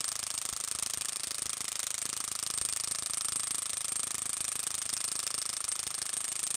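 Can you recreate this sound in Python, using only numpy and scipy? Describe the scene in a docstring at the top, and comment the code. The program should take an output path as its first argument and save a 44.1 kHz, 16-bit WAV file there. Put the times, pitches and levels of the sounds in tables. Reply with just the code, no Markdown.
"""Impact driver on a crankshaft plug

An impact driver hammers a plug into a steel crankshaft, close by in a workshop.
Each cycle the hammer strikes the anvil, rebounds onto it some 8 ms later, rattles, and the cam ticks as it lifts.
Contacts are noise bursts; anvil, bit, shaft and housing are dying sines, many at new strengths on every blow.
Shaped noise whirrs underneath as motor and gears, and a short noise tail answers from the room."""
import sys
import numpy as np
from scipy import signal
from scipy.fft import rfft, irfft, next_fast_len
from scipy.io import wavfile
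from scipy.ndimage import uniform_filter1d

SR = 44100
rng = np.random.default_rng(int(sys.argv[2]) if len(sys.argv) > 2 else 0)


def ratio_of_db(decibels):
    """Turn decibels (scalar or array-like) into linear amplitude factors; 0 dB maps to 1."""
    return 10 ** (np.asarray(decibels, float) / 20)


def persist_wave(psi):
    """Save psi, clipped to +-1, as 16-bit WAV."""
    counts = np.round(np.clip(psi, -1, 1) * 32767).astype(np.int16)
    wavfile.write(sys.argv[1], SR, np.atleast_2d(counts).T)


N = 289279
T = np.arange(SR // 10) / SR  # s, the time axis of one hit

# Levels in the tables are relative: each layer adds its own trim where it is played.


def unit(x):
    """Each row to rms 1."""
    return x / np.sqrt(np.mean(x ** 2, axis=-1, keepdims=True) + 1e-20)


def along(points, hz):
    """Read (Hz, value) points on a log frequency axis."""
    f, v = np.transpose(points)
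    return np.interp(np.log(hz + 1), np.log(f + 1), v)


def read(table, s):
    """The columns of a curve table at times s."""
    when, *columns = np.transpose(table)
    return np.array([np.interp(s, when, column) for column in columns])


def filtered(x, response):
    """Rows of x times a response of frequency."""
    m = next_fast_len(x.shape[-1] + 2048)
    spectrum = rfft(x, m) * response(np.fft.rfftfreq(m, 1 / SR))
    return irfft(spectrum, m)[..., :x.shape[-1]]


def placed(seconds, rows):
    """Sum of the rows, each starting at its time."""
    start = np.round(np.asarray(seconds) * SR).astype(int)
    at = start[:, None] + np.arange(rows.shape[1])
    ok = (at >= 0) & (at < N)
    return np.bincount(at[ok], rows[ok], N)


def dying(t60, attack):
    """Envelope of a hit: exponential rise (time constant attack, s) and 60 dB decay in t60 s."""
    return ratio_of_db(-60 * T / t60) * (1 - np.exp(-T / attack))


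def same_lug_blend(x):
    """Add the rows two and four hits back, so that hits on the same lug resemble each other."""
    return x + np.roll(x, 2, axis=0) + np.roll(x, 4, axis=0)


def nearest(s, moments):
    """Index of the event closest to each moment."""
    return np.abs(s[:, None] - moments).argmin(axis=0)


# decay of the workshop's answer: (frequency [Hz], t60 [s])
ROOM_DECAY = [(200, 0.44), (2000, 0.086), (10000, 0.046)]


def workshop(x):
    """Room answer 5 ms late: a noise tail in which each frequency dies at its own speed."""
    hz, t, z = signal.stft(rng.standard_normal(SR // 4), SR, nperseg=256)
    decay = ratio_of_db(-60 * t / along(ROOM_DECAY, hz)[:, None])
    tail = signal.istft(z * decay, SR, nperseg=256)[1]
    late = np.pad(x, (SR // 200, 0))
    return signal.fftconvolve(late, tail / np.linalg.norm(tail))[:N]


# colour of motor and gears: (frequency [Hz], level [dB per Hz, relative])
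WHIRR_COLOUR = [(30, -27), (55, -9), (120, -1), (280, -9.5), (420, -16), (550, -2.5), (1200, -3.5),
                (1700, -3.5), (2450, -1.5), (2900, -0.5), (5000, -3), (8000, 0.5), (10000, -7),
                (12000, -29), (17000, -47)]


def motor():
    """Steady gear and fan noise, made slightly patchy in time and frequency."""
    z = signal.stft(rng.standard_normal(N + SR // 10), nperseg=256)[2]
    patches = uniform_filter1d(rng.standard_normal(z.shape), size=3, axis=0)
    patches = uniform_filter1d(patches, size=4, axis=1)
    patch_gain = ratio_of_db(2 * patches / patches.std())
    noise = signal.istft(z * patch_gain, nperseg=256)[1][:N]
    return ratio_of_db(-52.0) * unit(filtered(noise, lambda f: ratio_of_db(along(WHIRR_COLOUR, f))))


# colour of steel contacts: (frequency [Hz], level [dB, relative])
CONTACT_COLOUR = [(150, -15.5), (500, -15.5), (1500, -9.5), (3000, -5), (5500, -4), (8000, 3), (9600, 6),
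                  (10300, -5.5), (12000, -7), (14200, -5), (15500, -8), (17000, -49)]


def cracks(db, t60, top_hz):
    """Noise bursts of steel contact, alike on the same lug; a lower top_hz makes them duller."""
    def colour(f):
        return ratio_of_db(along(CONTACT_COLOUR, f)) / (1 + (f / top_hz) ** 4)
    fresh = rng.standard_normal((len(db), len(T)))
    # many tiny contacts, not an even hiss
    flicker = uniform_filter1d(np.roll(fresh, 1, axis=0), size=30, axis=1)
    grit = ratio_of_db(3.1 * unit(flicker))
    burst = unit(filtered(same_lug_blend(fresh) * grit, colour))
    return ratio_of_db(db)[:, None] * burst * dying(t60, attack=0.00015)


# two housing modes that beat: (frequency [Hz], level [dB, relative], t60 [s])
HOUSING_MODES = [(1140, 3, 0.011), (1335, 1.5, 0.016)]


def knock():
    """The two housing modes start opposed, so the knock swells and then cancels itself."""
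    out = 0
    for sign, (hz, db, t60) in zip((-1, 1), HOUSING_MODES):
        out = out + sign * ratio_of_db(db - 60 * T / t60) * np.cos(2 * np.pi * hz * T)
    return out


def housing(blow, rebound):
    """Body knocks at blow, rebound and cam lift; low dying sines kick it, sway it and push it again."""
    s, _, knock_db, kick_db, sway_db, _ = blow
    again = rebound[0]
    chance = rng.standard_normal((len(s), 3))
    hollow = np.sin(2 * np.pi * 660 * T) * dying(0.023, attack=0.0012)
    out = placed(s + 0.00031, ratio_of_db(knock_db + 5.5)[:, None] * knock() + ratio_of_db(-42.5) * hollow)

    hum = np.sin(2 * np.pi * 348 * T) * dying(0.044, attack=0.0015)
    hum_db = -59.5 + 1.3 * again  # hums more as the plug tightens
    out += placed(again, ratio_of_db(hum_db)[:, None] * hum)
    out += placed(again, ratio_of_db(-47.5 + 2 * chance[:, :1]) * knock())

    cam_knock = ratio_of_db(-51.5 + 2 * chance[:, 1:2]) * knock()
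    cam_tick = cracks(-52 + 2 * chance[:, 1], t60=0.011, top_hz=3480)
    out += placed(s + .0293, cam_knock + cam_tick)

    kick = -np.sin(2 * np.pi * 360 * T) * dying(0.0069, attack=0.00032)
    out += placed(s - .0002, ratio_of_db(kick_db + 12)[:, None] * kick)
    out += placed(again, ratio_of_db(-41.5 + 4.0 * chance[:, 2:]) * kick)

    # a harder shove moves more of the hand and sways slower
    sway_hz = 94 - 4.2 * (sway_db[:, None] + 58)
    sway = np.cos(2 * np.pi * sway_hz * T) * dying(0.029, attack=0.00022)
    out += placed(s + 0.0014, ratio_of_db(sway_db + 10.0)[:, None] * sway)

    # the spring loads up to the rebound and lets go
    push = -np.sin(2 * np.pi * 105 * T) * dying(0.048, attack=0.0015)
    out += placed(again - .004, ratio_of_db(-59.0 + 2 * chance[:, 2:]) * push)
    return filtered(out, lambda f: 1 / (1 + (44 / (f + 1)) ** 6))  # rumble below 44 Hz is cut


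# loose parts touching after a blow, before the bit colours them:
# (time after the blow [ms], level [dB against the rebound's steel])
RATTLE_TOUCHES = [(3.8, 0), (5.6, -2), (11, -4), (16, -38), (19.5, -30)]


def rattle(blow, rebound):
    """Loose parts touch at nearly the same moments of every cycle, coloured by the bit's resonance."""
    s, steel_db = blow[0], rebound[2]
    out = np.zeros(N)
    for ms, db in RATTLE_TOUCHES:
        chance = rng.standard_normal((len(s), 2))
        touch = cracks(steel_db + db + 1.9 * chance[:, 1], t60=0.0096, top_hz=11100)
        out += placed(s + (ms + 0.23 * chance[:, 0]) / 1000, touch)
    # light touches reach mainly the bit
    return filtered(out, lambda f: 0.53 + 1 / (1 + ((f - 8800) / 700) ** 2))


def shaft(rebound):
    """One mode lasts from blow to blow, topped up at each rebound mostly in step with what still rings."""
    shaft_hz, shaft_t60 = 8590, 0.13  # Hz, s
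    again, _, _, lasting_db = rebound
    phase = np.cumsum(0.98 * rng.standard_normal(len(again)))[:, None]  # rad, wanders from hit to hit
    clock = np.round(again * SR)[:, None] / SR + T
    ring = np.sin(2 * np.pi * shaft_hz * clock + phase) * dying(shaft_t60, attack=.002)
    return placed(again, ratio_of_db(lasting_db + 6.0)[:, None] * ring)


# pitches of bit and shaft, one per mode: (frequency [Hz])
STEEL_PITCHES = [7620, 7950, 8350, 8560, 8815, 9010, 9170, 9510, 9630, 10830, 11070]
# quickly damped modes at those pitches: (level [dB, relative], t60 [s])
STEEL_MODES = [(-17, 0.043), (-13.5, 0.057), (-3.5, 0.014), (0, 0.018), (-4, 0.043), (-5.5, 0.033),
               (-7, 0.028), (-17, 0.06), (-32, 0.033), (-22, 0.053), (-11.5, 0.023)]


def rings(db, spread_db):
    """Steel modes at new strengths and phases for every contact, detuned a little by how the bit sits."""
    out = np.zeros((len(db), len(T)))
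    for hz, (level_db, t60) in zip(STEEL_PITCHES, STEEL_MODES):
        size, detune, turn = rng.standard_normal((len(db), 3)).T[:, :, None]
        cycles = hz * (1 + 0.0024 * detune) * T + turn
        mode = np.sin(2 * np.pi * cycles) * dying(t60, attack=0.00011)
        out += ratio_of_db(level_db + spread_db * size) * mode
    early_rms = np.sqrt(np.mean(out[:, :SR // 170] ** 2, axis=1, keepdims=True))  # first 6 ms
    return ratio_of_db(db)[:, None] * out / early_rms


# anvil and socket modes: (frequency [Hz], level [dB, relative], t60 [s])
ANVIL_MODES = [(1753, -19.5, .014), (2130, -16.5, 0.0093), (2440, -28, 0.047), (3660, -11, 0.0072),
               (4680, -8.5, 0.0072), (5306, 0.5, 0.0048), (5940, -0.5, 0.0064), (6680, -4, 0.011),
               (7420, -2.5, 0.01), (13900, -17, 0.011), (14900, -21, .012)]
# the bit shifts in its seat, which changes what the anvil rings with:
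# (time [s], low modes [dB, relative], middle modes [dB, relative], upper modes [dB, relative])
SEAT_SHIFTS = [(0, 3.5, 7, -0.5), (.6, 1.5, 1.5, 0), (1.2, 6, 4.5, -15), (1.8, 4, 0, 0.5),
               (2.4, 3.5, 4, -2), (3, 9, 7, 1.5), (3.6, 4.5, 4, -3.5), (4.2, 8, 1.5, 3.5),
               (4.8, 8.5, 2, -1), (5.4, 4, 5, -7), (6, 9, 4.5, -4), (6.56, 4.5, -2, 2)]


def anvil(s, db, drift_db, slip):
    """Anvil modes whose strength (dB) and phase (slip, rad) drift over a few turns, apart for each lug."""
    seat_db = read(SEAT_SHIFTS, s)
    out = 0
    for hz, level_db, t60 in ANVIL_MODES:
        drift, turn = unit(same_lug_blend(rng.standard_normal((len(s), 2))).T)
        group = np.searchsorted([4000, 5600], hz)  # low, middle or upper modes
        size = ratio_of_db(db + level_db + seat_db[group] + drift_db * drift)[:, None]
        tone = np.sin(2 * np.pi * hz * T + slip * turn[:, None])
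        out = out + size * tone * dying(t60, attack=.0001)
    return out


def hammer(blow, rebound):
    """Blow and rebound crack on the anvil, leave a clatter and ring the steel."""
    s, crack_db, _, _, _, steel_db = blow
    again, crack2_db, steel2_db, _ = rebound
    hit = anvil(s, crack_db + 1, drift_db=2.5, slip=0.79)
    hit = hit + cracks(crack_db + 4.5, t60=0.0051, top_hz=16000)
    clatter = cracks(crack_db - 3.0, t60=0.042, top_hz=10000)
    out = placed(s, hit + clatter + rings(steel_db - 1, spread_db=4.5))

    hit = anvil(again, crack2_db + 5, drift_db=4.0, slip=1.18)
    hit = hit + cracks(crack2_db + 11.0, t60=0.0082, top_hz=16000)
    clatter = cracks(crack2_db - 3.0, t60=0.049, top_hz=10600)
    out += placed(again + .0003, hit + clatter + rings(steel2_db - 4, spread_db=1.5))

    # a faint dull noise leads into each blow, 1.6 ms early
    out += placed(s - .0016, cracks(crack_db - 11, t60=0.028, top_hz=11900))
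    return out


# how firmly the plug holds the bit, for blows and rebounds: (time [s], rebound crack [dB, relative],
# rebound steel [dB, relative], lasting ring [dB, relative], sway of the tool [dB, relative])
PLUG_GRIP = [(0, -39, -40, -49.5, -56.5), (.9, -36.5, -37.5, -48, -57.5), (1.4, -36.5, -37, -49, -65),
             (2.35, -40.5, -35.5, -52, -56), (2.7, -39, -32, -45.5, -56), (3.2, -42.5, -28, -44, -57),
             (4.1, -40.5, -30, -48, -56), (5, -39.5, -31.5, -44.5, -58.5), (5.6, -38.5, -32.5, -47, -60.5),
             (6.56, -39, -29.5, -44.5, -56)]
# pace of the hammer, even between these blows, a little slower as the plug tightens: (blow number, time [s])
HAMMER_PACE = [(0, .0058), (12, .4526), (23, .862), (34, 1.271), (42, 1.5689), (53, 1.9798), (68, 2.539),
               (79, 2.9488), (86, 3.2094), (97, 3.6199), (105, 3.9198), (113, 4.219), (117, 4.3682),
               (134, 5.0042), (146, 5.4545), (158, 5.905), (168, 6.2801), (175, 6.5422)]
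# the anvil's two lugs are hit in turn and share the load unevenly: (time [s], crack first lug [dB, relative],
# crack second lug [dB, relative], knock first lug [dB, relative], knock second lug [dB, relative])
LUG_LOADS = [(0, -27.5, -27.5, -43, -42.5), (.4, -29, -30.5, -42.5, -42.5), (.75, -29.5, -27.5, -41.5, -45),
             (.9, -29, -24.5, -46, -53), (1.1, -36, -27, -47, -40.5), (1.22, -33, -27, -53, -46),
             (1.45, -31, -27, -40.5, -44.5), (1.68, -33, -27, -49, -44.5), (1.8, -26.5, -27, -40.5, -48),
             (2.2, -29, -29, -45.5, -39), (2.75, -28, -30, -44.5, -45), (3.15, -29.5, -36.5, -45, -41),
             (3.3, -28.5, -30.5, -41, -40), (3.8, -28, -30.5, -44, -43.5), (4.3, -31, -31.5, -42, -42),
             (4.8, -32, -28.5, -45, -43), (5.1, -30, -26.5, -41.5, -43), (5.7, -34.5, -28, -41, -49),
             (6.15, -33, -29, -42, -49), (6.56, -30, -28.5, -52, -47)]
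# blows that jolt the whole tool: (time [s], kick [dB, relative], sway [dB, relative])
TOOL_JOLTS = [(.006, -44, -57), (.453, -45, -57), (.49, -50, -63), (.527, -56, -45), (.75, -47, -49),
              (.825, -46, -48.5), (.974, -47, -48), (1.16, -57, -64), (1.271, -46, -51), (1.42, -43, -50),
              (1.457, -53, -49), (1.606, -47, -52), (1.643, -46, -60), (2.054, -45, -51), (2.092, -46, -56),
              (2.129, -47, -54), (2.204, -49, -54), (2.241, -46.5, -58), (2.315, -45, -50),
              (2.427, -45, -52), (2.502, -42.5, -52), (2.576, -47, -52), (2.614, -47, -44),
              (2.651, -41, -54), (2.874, -47, -52), (2.912, -48, -50), (3.023, -45, -50), (3.098, -47, -51),
              (3.172, -47, -55), (3.322, -52, -51), (3.359, -42, -55), (3.545, -44, -56), (3.92, -43, -55),
              (3.995, -45, -56), (4.07, -45, -52), (4.144, -42.5, -53), (4.219, -49, -51),
              (4.294, -46, -52), (4.406, -48, -49), (4.555, -45, -52), (4.593, -44, -56), (4.667, -41, -56),
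              (4.742, -49, -52), (4.929, -45, -52), (5.117, -44, -61), (5.154, -43.5, -52),
              (5.304, -51, -62), (5.342, -44, -59), (5.867, -46, -50), (6.017, -44, -52), (6.168, -47, -57),
              (6.242, -48.5, -70), (6.43, -45, -56), (6.542, -47, -55)]
# random spread of a blow, one entry each for crack, knock, kick, sway, steel: (spread [dB])
BLOW_SPREAD = [0.55, 1.3, 5.4, 4.2, 2.3]


def blows():
    """Time and strengths of every blow: s, crack, knock, kick, sway, steel dB."""
    jitter_s = .0001
    usual_kick_db, usual_steel_db = -56.5, -36
    number, when = np.transpose(HAMMER_PACE)
    n = np.arange(number[-1] + 1)
    chance = rng.standard_normal((len(n), 6)).T
    s = np.interp(n, number, when) + jitter_s * chance[5]
    crack, knocking, kick, sway, steel = chance[:5] * np.c_[BLOW_SPREAD]

    crack_a, crack_b, knock_a, knock_b = read(LUG_LOADS, s)
    crack_db = np.where(n % 2, crack_b, crack_a) + crack
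    knock_db = np.where(n % 2, knock_b, knock_a) + knocking

    # the upward scatter of ordinary kicks and sways is capped
    kick_db = usual_kick_db + np.minimum(kick, 6)
    sway_db = read(PLUG_GRIP, s)[3] + np.minimum(sway, 4)
    at, jolt_kick_db, jolt_sway_db = np.transpose(TOOL_JOLTS)
    jolted = nearest(s, at)
    kick_db[jolted], sway_db[jolted] = jolt_kick_db, jolt_sway_db

    # a harder kick rings the steel more, 0.32 dB per dB
    steel_db = usual_steel_db + 0.32 * (kick_db - usual_kick_db) + steel
    return s, crack_db, knock_db, kick_db, sway_db, steel_db


# rebounds with a loud steel ping or a strong lasting ring:
# (time [s], steel [dB, relative], lasting ring [dB, relative])
RINGING_REBOUNDS = [(.052, -33, -37), (.089, -33, -42), (2.0255, -28.5, -44), (2.547, -33, -35.5),
                    (2.621, -36, -37.5), (2.696, -36, -36), (3.181, -28, -43), (3.366, -24.5, -38),
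                    (3.404, -29.5, -38), (3.891, -30, -39), (3.965, -27.5, -36), (4.04, -26.5, -41),
                    (4.34, -28, -43), (4.674, -28, -45), (4.937, -25, -40), (5.05, -26.5, -35),
                    (5.349, -31, -40), (5.387, -28, -37), (5.688, -24.5, -41), (5.725, -25.5, -38),
                    (5.95, -29, -41), (6.139, -28, -41), (6.176, -28, -38), (6.251, -32, -39),
                    (6.288, -29.5, -37), (6.438, -28.5, -34)]
# random spread of a rebound, one entry each for crack, steel, lasting ring: (spread [dB])
REBOUND_SPREAD = [2, 2, 3]


def rebounds(s):
    """One rebound after each blow: s, crack, steel, lasting ring dB."""
    delay_s, scatter_s = .0083, .00055
    chance = rng.standard_normal((len(s), 4)).T
    again = s + delay_s + scatter_s * chance[3]
    crack_db, steel_db, lasting_db = read(PLUG_GRIP, s)[:3] + chance[:3] * np.c_[REBOUND_SPREAD]
    pings = np.transpose(RINGING_REBOUNDS)
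    ringing = nearest(again, pings[0])
    again[ringing], steel_db[ringing], lasting_db[ringing] = pings
    return again, crack_db, steel_db, lasting_db


def scene():
    """Tool close by, room behind it, motor underneath."""
    blow = blows()
    rebound = rebounds(blow[0])
    tool = housing(blow, rebound) + rattle(blow, rebound) + shaft(rebound) + hammer(blow, rebound)
    room = ratio_of_db(-22.0) * workshop(tool)
    return (room + motor() + tool)[None]


def low_pass(x):
    """Removes everything above the highest recorded frequency."""
    return signal.sosfilt(signal.butter(12, 16640, fs=SR, output="sos"), x)


def record(dry):
    """The camera's input squeezes the loudest peaks below a ceiling, then the top is cut."""
    ceiling, top_hz = .125, 15850  # full scale is 1; Hz
    squeezed = dry / (1 + np.abs(dry / ceiling) ** 5) ** (1 / 5)
    mix = filtered(squeezed, lambda f: 1 / (1 + (f / top_hz) ** 60))
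    return low_pass(mix)


dry = scene()
out = record(dry)
persist_wave(out)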